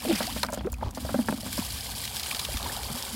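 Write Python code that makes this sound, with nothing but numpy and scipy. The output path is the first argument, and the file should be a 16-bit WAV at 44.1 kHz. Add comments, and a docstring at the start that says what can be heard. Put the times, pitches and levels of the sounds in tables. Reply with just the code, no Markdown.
"""A first spill of muddy water patters, crackles and gulps onto grass and dies away, heard in open air.
Water then slaps and gulps round a hand in the plastic bucket; damped modes give the hollow ring.
A steady stream follows: filtered random drops and bubbles, with noise-burst splats.
Modulated low noise and decaying sines make the buffeting and thumps underneath."""
import sys
import numpy as np
from scipy import signal
from scipy.fft import rfft, irfft
from scipy.io import wavfile

SR = 44100
rng = np.random.default_rng(int(sys.argv[2]) if len(sys.argv) > 2 else 0)


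def to_wav(s):
    """Save 16-bit WAV."""
    ch = np.atleast_2d(s).T  # columns
    pcm = np.round(np.clip(ch, -1, 1) * 32767)  # PCM
    wavfile.write(sys.argv[1], SR, pcm.astype(np.int16))


N = 138915

# Spectrum columns hold relative density; trims in dB are added to the levels of their source.
# Flow over the rim: (time [s], patter level before trim [dB])
FLOW = [(0.0,-37.5), (0.2,-36), (0.3,-37), (0.42,-37.5), (0.46,-46.5), (0.5,-58), (0.54,-40.5), (0.61,-59),
        (0.69,-55.5), (0.79,-57.5), (0.925,-64), (.96,-46.5), (1.05,-42), (1.17,-41.5), (1.43,-41),
        (1.53,-34.5), (1.79,-36.5), (2.34,-36.5), (3.15,-37)]
# Spectrum of the patter on grass: (frequency [Hz], density [dB per Hz])
PATTER_SPECTRUM = [(710, -11), (1200, -11), (1370, -22.5), (1510, -3.5), (2010, -11.5), (2320, -2.5),
                   (2550, -8.5), (3200, 2), (3610, -3), (4930, 0.5), (6120, -7.5), (7190, -4.5),
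                   (10800, -3), (14500, -8), (15800, -12)]
PATTER_TRIM_DB, SPRAY_DB = -1.5, -1.5  # spray is relative to the drops
DROPS_PER_S, DROP_SPREAD_DB = 3000, 5  # drop rate at the strongest flow
THINNING = 0.69  # the drop rate follows this power of the flow
SURGE_DB, SURGE_POINTS_PER_S = 1.7, 69.65

# Spectrum of tiny bubbles bursting where the stream lands: (frequency [Hz], density [dB per Hz])
FIZZ_SPECTRUM = [(1200,-13.5), (2300,-8), (3200,-7.5), (4900,-4.5), (6200,-15), (9000,-9), (14000,-18)]
FIZZ_TRIM_DB, FIZZ_PER_S, FIZZ_CYCLES, FIZZ_SPREAD_DB = -6.5, 600, 30.3, 4.5
FIZZ_RISE = 0.03  # share by which the pitch of a fizz or crackle bubble rises

# Coarser bubbles of the first spill: (time [s], level [dB])
CRACKLE_LEVEL = [(0,-50), (.11,-38), (.23,-41), (.32,-46), (.41,-58), (.6,-53), (.72,-71), (.8,-62),
                 (.85,-52), (.93,-68), (1.1,-63), (1.35,-66), (1.6,-70)]
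# Spectrum of the crackle: (frequency [Hz], density [dB per Hz])
CRACKLE_SPECTRUM = [(1200,-1.5), (1900,-3), (2900,-0.5), (3800,-3.5), (5500,-7)]
CRACKLE_PER_S, CRACKLE_CYCLES = 650, 21

# Churning middle-sized bubbles: (time [s], level before trim [dB])
CHURN_LEVEL = [(0.0, -49), (0.07, -46), (0.17, -41), (0.45, -53), (0.67, -55), (0.84, -53), (1.03, -49.5),
               (1.6, -50), (1.82, -48.5), (2.79, -41), (3.07, -42.5), (3.15, -48)]
# Spectrum of the churning: (frequency [Hz], density [dB per Hz])
CHURN_SPECTRUM = [(190, -37.5), (330, -4), (557, 1), (643, -1), (718, 4.5), (1200, 0), (1330, -4.5),
                  (2200, -13), (2860, -17), (4840, -120)]
CHURN_TRIM_DB, CHURN_PER_S, CHURN_CYCLES, CHURN_SPREAD_DB, CHURN_RISE = -1, 900, 26.2, 4, 0.6

# Murmur of the bucket's hollow: (time [s], level before trim [dB])
SLOSH_LEVEL = [(0.0,-41), (.3,-45), (.75,-49), (0.92,-46.5), (1.06,-38), (1.3,-44.5), (1.6,-44), (1.8,-48),
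               (2.45,-52), (2.8,-49), (2.95,-52), (3.15,-48)]
# Spectrum of the murmur: (frequency [Hz], density [dB per Hz])
SLOSH_SPECTRUM = [(110,-19.5), (165,-8.5), (220,1.5), (280,-4), (380,-27.5), (700,-35.5)]
SLOSH_TRIM_DB = -1

# Strength of the low buffeting: (time [s], level [dB])
BUFFET_LEVEL = [(0,-40.5), (.65,-39.5), (1.2,-43), (1.45,-43.5), (2.2,-42), (2.55,-39), (2.85,-41.5),
                (3.15,-45.5)]
# Spectrum of the buffeting: (frequency [Hz], density [dB per Hz])
BUFFET_SPECTRUM = [(20,-67), (40,-14), (60,1.5), (80,-5), (105,-6), (150,-14.5), (250,-23.5), (500,-71.5)]
# Soft low thumps: (time [s], peak level [dB], frequency [Hz], t60 [s])
THUMPS = [(.725,-27.5,66,0.075), (0.844,-25.5,94,0.097), (0.87,-21,76,0.049), (2.548,-27,65,0.097)]
THUMP_RISE_S = 0.0066

# Pockets of trapped air:
# (time [s], start frequency [Hz], end frequency [Hz], swell [s], fade [s], peak level [dB])
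GULPS = [(.028,1230,1140,0.0033,0.028,-36.5), (0.055,257,255,0.014,0.042,-23),
         (.07,482,420,0.011,0.022,-29), (.074,371,282,0.03,0.081,-15.5), (.086,770,560,0.012,0.027,-26.5),
         (.120,250,161,0.011,0.084,-19), (.272,720,840,0.0044,0.052,-29.5), (.288,910,1130,0.009,0.016,-32),
         (0.432,4280,3870,0.00078,.008,-15), (.497,586,606,0.0029,0.04,-31.5),
         (.536,614,613,0.0039,0.03,-25), (.574,650,520,0.0018,0.027,-30),
         (0.592,3220,3430,0.0018,0.017,-35.5), (0.636,180,230,0.009,0.028,-28),
         (.643,298,464,0.015,0.046,-22), (0.667,435,533,0.0091,0.023,-22), (.728,6900,6600,.001,.008,-30.5),
         (.741,2630,2360,0.0015,0.012,-34), (.822,855,920,0.01,0.012,-23), (.83,1280,1180,.003,.015,-32),
         (.856,940,850,.008,0.046,-37), (1.086,1620,1480,0.0026,.02,-34),
         (1.184,274,212,0.0084,0.053,-13.5), (1.294,230,205,0.0066,.04,-17.5),
         (1.527,1650,1780,0.0023,0.011,-35), (1.586,244,171,0.0064,0.029,-17),
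         (1.621,870,972,0.0037,0.0078,-27), (1.888,840,760,0.0033,0.029,-35.5),
         (2.312,2400,2500,0.00092,.008,-19), (2.322,1056,1250,0.0034,0.028,-31.5),
         (2.484,530,610,0.0058,.022,-29), (2.541,241,191,0.0045,0.064,-30),
         (2.658,880,1090,0.0045,0.011,-23.5), (2.695,1600,1900,0.002,.02,-29),
         (2.77,646,785,0.0038,0.025,-30.5), (2.895,208,253,0.0067,0.097,-32),
         (2.905,132,161,0.014,0.046,-31.5), (2.94,241,260,0.009,0.096,-31.5),
         (3.115,201,255,0.035,0.084,-28.5)]
GULP_WOBBLE, GULP_WOBBLE_POINTS_PER_S = 0.05, 270  # wobble is a share of the pitch

# Water slapping the bucket wall, levels before trim:
# (time [s], hollow level [dB], wall level [dB], splash level [dB], splash t60 [s])
SLAPS = [(.050,-38,-30,-40.5,.03), (.110,-47,-29.5,-33,0.03), (.204,-31.5,-28.5,-28.5,0.076),
         (.362,-38,-34,-39,0.061), (0.432,-46,-44,-24,0.068), (0.447,-41.5,-44,-37,0.013),
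         (0.486,-41,-37,-32.5,0.061), (.527,-40,-32.5,-34,0.11), (.574,-33.5,-32.5,-41,0.046),
         (.608,-40,-44,-42,0.028), (.644,-33,-45,-42.5,0.089), (.670,-48,-34,-40,0.032),
         (.730,-53,-54,-43.5,0.017), (.809,-59,-45,-43,0.061), (.825,-40,-32,-45,.05),
         (.973,-34,-35.5,-36.5,0.057), (1.049,-43,-33.5,-44,0.059), (1.091,-57,-35.5,-33.5,0.099),
         (1.143,-24.5,-23,-31,0.048), (1.189,-32,-31,-36,0.035), (1.285,-29,-32.5,-25,0.03),
         (1.324,-28,-32.5,-34.5,.025), (1.376,-44,-49,-49,.04), (1.431,-49,-41,-60,.04),
         (1.461,-33.5,-40.5,-39,0.091), (1.578,-37,-35,-34,0.15)]
# Resonances of the air in the bucket: (frequency [Hz], t60 [s], relative level [dB])
HOLLOW_MODES = [(214, 0.11, 6), (246, 0.14, 4), (306.6, 0.11, -3.5)]
# Resonances of the bucket wall: (frequency [Hz], t60 [s], relative level [dB])
WALL_MODES = [(545, 0.036, 9), (609, 0.052, 8.5), (734, 0.026, -25), (775, 0.1, -4)]
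# Spectrum of the splash of a slap: (frequency [Hz], density [dB per Hz])
SPLASH_SPECTRUM = [(250, -15.5), (500, -3.5), (950, 4), (1150, -2), (1380, 0.5), (1800, -7), (2500, -13.5),
                   (4000, -45), (9000, -31)]
HOLLOW_TRIM_DB, WALL_TRIM_DB, SPLASH_TRIM_DB = -1.5, -4.5, -4.5
HOLLOW_RISE_S, WALL_RISE_S, SPLASH_RISE_S = 0.0041, 0.0018, 0.00033
MODE_SCATTER = 0.026  # random retuning, as a share of the frequency

# Sheets of water sliding along the wall: (time [s], length [s], level [dB])
WASHES = [(.06, 0.14, -45), (0.804, 0.12, -39.5), (1.08, 0.3, -52), (1.273, 0.048, -36),
          (2.61, 0.13, -40.5)]
# Spectrum of the sliding water: (frequency [Hz], density [dB per Hz])
WASH_SPECTRUM = [(250,7), (550,2), (900,4.5), (1400,-9.5), (2200,-16.5), (4500,-12), (8000,-22),
                 (15000,-29)]
WASH_GRAINS_PER_S = 1500

# Lumps of water landing: (time [s], burst level before trim [dB], centre frequency [Hz], t60 [s])
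SPLATS = [(0.126, -19, 1990, 0.021), (0.1538, -21, 4530, .015), (0.227, -19, 4000, 0.028),
          (.268, -16.5, 4600, 0.016), (.372, -26, 2600, 0.059), (0.4308, -7, 3870, 0.013),
          (.447, -24, 5000, .015), (0.464, -24.5, 4970, 0.016), (.502, -30, 9000, 0.017),
          (.522, -24, 6940, 0.015), (0.533, -20.5, 6950, .02), (0.544, -25, 7200, 0.025),
          (0.574, -38, 3900, 0.043), (0.61, -43, 2980, 0.015), (.662, -41, 4340, 0.029),
          (0.719, -23, 14000, 0.019), (0.727, -30, 6800, .018), (0.739, -30, 6000, 0.015),
          (.908, -30.5, 7300, 0.019), (0.947, -31.5, 4860, 0.06), (1.259, -26.5, 9000, 0.014),
          (1.528, -16, 10000, 0.012), (1.594, -34, 4580, 0.06), (2.051, -18, 3240, 0.021),
          (2.076, -21.5, 3200, 0.025), (2.145, -21.5, 4480, .012), (2.167, -7.5, 3500, 0.0056),
          (2.195, -20, 3840, 0.035), (2.23, -21, 4000, 0.033), (2.26, -21.5, 3020, 0.038),
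          (2.312, -20, 3180, 0.019), (2.347, -15.5, 3080, 0.017), (2.393, -17.5, 3900, 0.04),
          (2.449, -17.5, 3100, 0.025), (2.569, -20.5, 3450, 0.033), (2.628, -16, 3800, 0.011),
          (2.832, -16, 3440, 0.0095), (3.024, -11, 5260, 0.0092)]
SPLAT_TRIM_DB, SPLAT_SKIRT_DB, SPLAT_RISE_S = -3, -10, 0.0012  # skirt: an octave off the centre

TOP_HZ = 15800


def undb(db):
    """Level: an amplitude ratio is ten to the power of dB over 20."""
    return 10 ** (np.asarray(db) / 20)


def unit(x):
    """Normalization: scale to an rms of 1."""
    return x / np.sqrt(np.mean(x ** 2) + 1e-20)


def blow(x):
    """Energy normalization: give a short sound the energy of 25 ms at an rms of 1."""
    return x / np.sqrt(np.sum(x ** 2) / (.025 * SR) + 1e-20)


def curve(rows):
    """Envelope: interpolate levels in dB over time and return the gain."""
    seconds, db = np.array(rows).T
    return undb(np.interp(np.arange(N) / SR, seconds, db))


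def colour(x, spectrum):
    """Minimum-phase filtering: a folded cepstrum makes the chosen spectrum causal."""
    size = 8192
    hz, db = np.array(spectrum, float).T
    log_hz = np.log(np.maximum(np.arange(size // 2 + 1) * SR / size, 1))
    gain = undb(np.interp(log_hz, np.log(hz), db))
    cepstrum = irfft(np.log(gain))
    # fold the negative times onto the positive ones
    cepstrum[1:size // 2] *= 2
    cepstrum[size // 2 + 1:] = 0
    impulse_response = irfft(np.exp(rfft(cepstrum)))
    return signal.fftconvolve(x, impulse_response)[:len(x)]


def walk(points_per_s):
    """Slow random modulation: interpolated random points, scaled to an rms of 1."""
    points = rng.standard_normal(4000)
    return unit(np.interp(np.arange(N) / SR * points_per_s, np.arange(len(points)), points))


def short_time():
    """Time base: a quarter of a second for one event."""
    return np.arange(SR // 4) / SR


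def strike(rise, t60):
    """Impulsive excitation: an exponential rise, then a decay of 60 dB in t60."""
    t = short_time()
    return (1 - np.exp(-t / rise)) * np.exp(-np.log(1000) * t / t60)


def add(out, s, x):
    """Superposition: add a sound from its starting time, cut at the end."""
    i = int(np.clip(s * SR, 0, N - 1))
    out[i:i + len(x)] += x[:N - i]


def drops(per_s):
    """Poisson-like impacts: random clicks of unequal size, with equal mean power at any rate."""
    hits = rng.random(N) < per_s / SR
    signs = rng.choice([-1, 1], N)
    sizes = undb(DROP_SPREAD_DB * np.minimum(rng.standard_normal(N), 2))
    return unit(hits * signs * sizes / np.sqrt(per_s))


def bubbles(per_s, low_hz, high_hz, cycles, spread_db, rise):
    """Bubble resonance: random decaying tones rise in pitch; smaller bubbles ring higher and shorter."""
    out = np.zeros(N)
    for when, pitch, size, sign in rng.random((int(per_s * N / SR), 4)):
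        hz = low_hz * (high_hz / low_hz) ** pitch
        life = cycles / hz
        t = np.arange(int(life * SR)) / SR
        decay = np.exp(-np.log(100) * t / life)  # 40 dB over the life
        tone = np.sin(2 * np.pi * hz * t * (1 + rise * t / life / 2)) * decay
        gain = hz * undb(spread_db * min(-np.log(1 - size), 3))
        add(out, when * N / SR, np.sign(sign - .5) * tone * gain)
    return out


def patter():
    """Random impacts: drops tick over spray and fizzing bubbles in quick surges, fewer in weak flow."""
    flow = curve(FLOW)
    share = flow / flow.max()
    spray = undb(SPRAY_DB) * np.sqrt(share) * rng.standard_normal(N)
    impacts = drops(DROPS_PER_S * share ** THINNING)
    ticks = unit(colour(impacts + spray, PATTER_SPECTRUM))
    tiny = bubbles(FIZZ_PER_S, 1515, 11430, FIZZ_CYCLES, FIZZ_SPREAD_DB, FIZZ_RISE)
    fizz = unit(colour(tiny, FIZZ_SPECTRUM))
    surges = unit(undb(SURGE_DB * walk(SURGE_POINTS_PER_S)))
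    return flow * (undb(PATTER_TRIM_DB) * ticks + undb(FIZZ_TRIM_DB) * fizz) * surges


def crackle(spread_db=4):
    """Bubble resonance: coarser bubbles pop while the water is still splashing about."""
    coarse = bubbles(CRACKLE_PER_S, 1510, 4980, CRACKLE_CYCLES, spread_db, FIZZ_RISE)
    return unit(colour(coarse, CRACKLE_SPECTRUM)) * curve(CRACKLE_LEVEL)


def churn():
    """Bubble resonance: middle-sized bubbles ring in the bucket and in the growing puddle."""
    middle = bubbles(CHURN_PER_S, 321, 2256, CHURN_CYCLES, CHURN_SPREAD_DB, CHURN_RISE)
    return unit(colour(middle, CHURN_SPECTRUM)) * curve(CHURN_LEVEL) * undb(CHURN_TRIM_DB)


def slosh(waver_db=3, waver_points_per_s=25):
    """Noise-driven resonance: moving water keeps the hollow of the bucket humming faintly."""
    waver = undb(waver_db * walk(waver_points_per_s))
    hum = unit(colour(rng.standard_normal(N), SLOSH_SPECTRUM) * waver)
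    return hum * curve(SLOSH_LEVEL) * undb(SLOSH_TRIM_DB)


def buffeting(gust_db=2, gust_points_per_s=8):
    """Modulated low noise: an uneven rumble, with decaying low sines as soft thumps."""
    gusts = undb(gust_db * walk(gust_points_per_s))
    out = unit(colour(rng.standard_normal(N), BUFFET_SPECTRUM) * gusts) * curve(BUFFET_LEVEL)
    for s, db, hz, t60 in THUMPS:
        env = strike(THUMP_RISE_S, t60)
        add(out, s, undb(db) * env / env.max() * np.sin(2 * np.pi * hz * short_time()))
    return out


def gulps(fade_db=40):
    """Air-cavity resonance: trapped pockets swell and ring, gliding as they open or close."""
    out, t = np.zeros(N), short_time()
    for s, hz, end_hz, swell, fade, db in GULPS:
        glide = np.interp(t, [0, swell + fade / 2], [hz, end_hz])
        pitch = glide * (1 + GULP_WOBBLE * walk(GULP_WOBBLE_POINTS_PER_S)[:len(t)])
        fall = undb(-fade_db * np.maximum(t - swell, 0) / fade)
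        env = np.minimum(t / swell, 1) ** 2 * fall
        add(out, s, undb(db) * env * np.sin(2 * np.pi * np.cumsum(pitch) / SR))
    return out


def ring(modes, rise):
    """Modal superposition: damped modes, slightly retuned by the shifting water."""
    t = short_time()
    total = np.zeros(len(t))
    for hz, t60, db in modes:
        tuned_hz = hz * (1 + MODE_SCATTER * rng.standard_normal())
        total += undb(db) * strike(rise, t60) * np.sin(2 * np.pi * tuned_hz * t)
    return blow(total)


def slaps():
    """Impact excitation: each slap splashes, knocks the wall and sets the hollow ringing."""
    out = np.zeros(N)
    for s, hollow_db, wall_db, splash_db, t60 in SLAPS:
        env = strike(SPLASH_RISE_S, t60)
        splash = blow(colour(env * rng.standard_normal(len(env)), SPLASH_SPECTRUM))
        add(out, s, undb(splash_db + SPLASH_TRIM_DB) * splash)
        add(out, s, undb(wall_db + WALL_TRIM_DB) * ring(WALL_MODES, WALL_RISE_S))
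        add(out, s, undb(hollow_db + HOLLOW_TRIM_DB) * ring(HOLLOW_MODES, HOLLOW_RISE_S))
    return out


def washes():
    """Granular flow noise: sliding water swells and fades as a soft grainy swish."""
    t = np.arange(N) / SR
    env = np.zeros(N)
    for s, length, db in WASHES:
        env += undb(db) * np.sin(np.pi * np.clip((t - s) / length, 0, 1))
    return env * unit(colour(drops(WASH_GRAINS_PER_S), WASH_SPECTRUM))


def splats():
    """Impulsive noise: lumps of water burst in a bright crack with a peaked spectrum."""
    out = np.zeros(N)
    for s, db, hz, t60 in SPLATS:
        env = strike(SPLAT_RISE_S, t60)
        low_side = [(hz / 10, -30), (hz / 2, SPLAT_SKIRT_DB)]
        high_side = [(hz * 2, SPLAT_SKIRT_DB), (hz * 5, -17)]
        noise = unit(colour(rng.standard_normal(len(env)), low_side + [(hz, 0)] + high_side))
        add(out, s, undb(db + SPLAT_TRIM_DB) * env * noise)
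    return out


def scene():
    """Superposition: all the water and the rumble, in one channel."""
    stream = patter() + crackle() + churn()
    low = slosh() + buffeting()
    events = gulps() + slaps() + washes() + splats()
    return (stream + low + events)[None]


def record(dry):
    """Band limitation: a steep elliptic low-pass cuts the top."""
    low_pass = signal.ellip(10, .2, 80, TOP_HZ, fs=SR, output="sos")  # ripple, stop band [dB]
    return signal.sosfilt(low_pass, dry)


dry = scene()
out = record(dry)
to_wav(out)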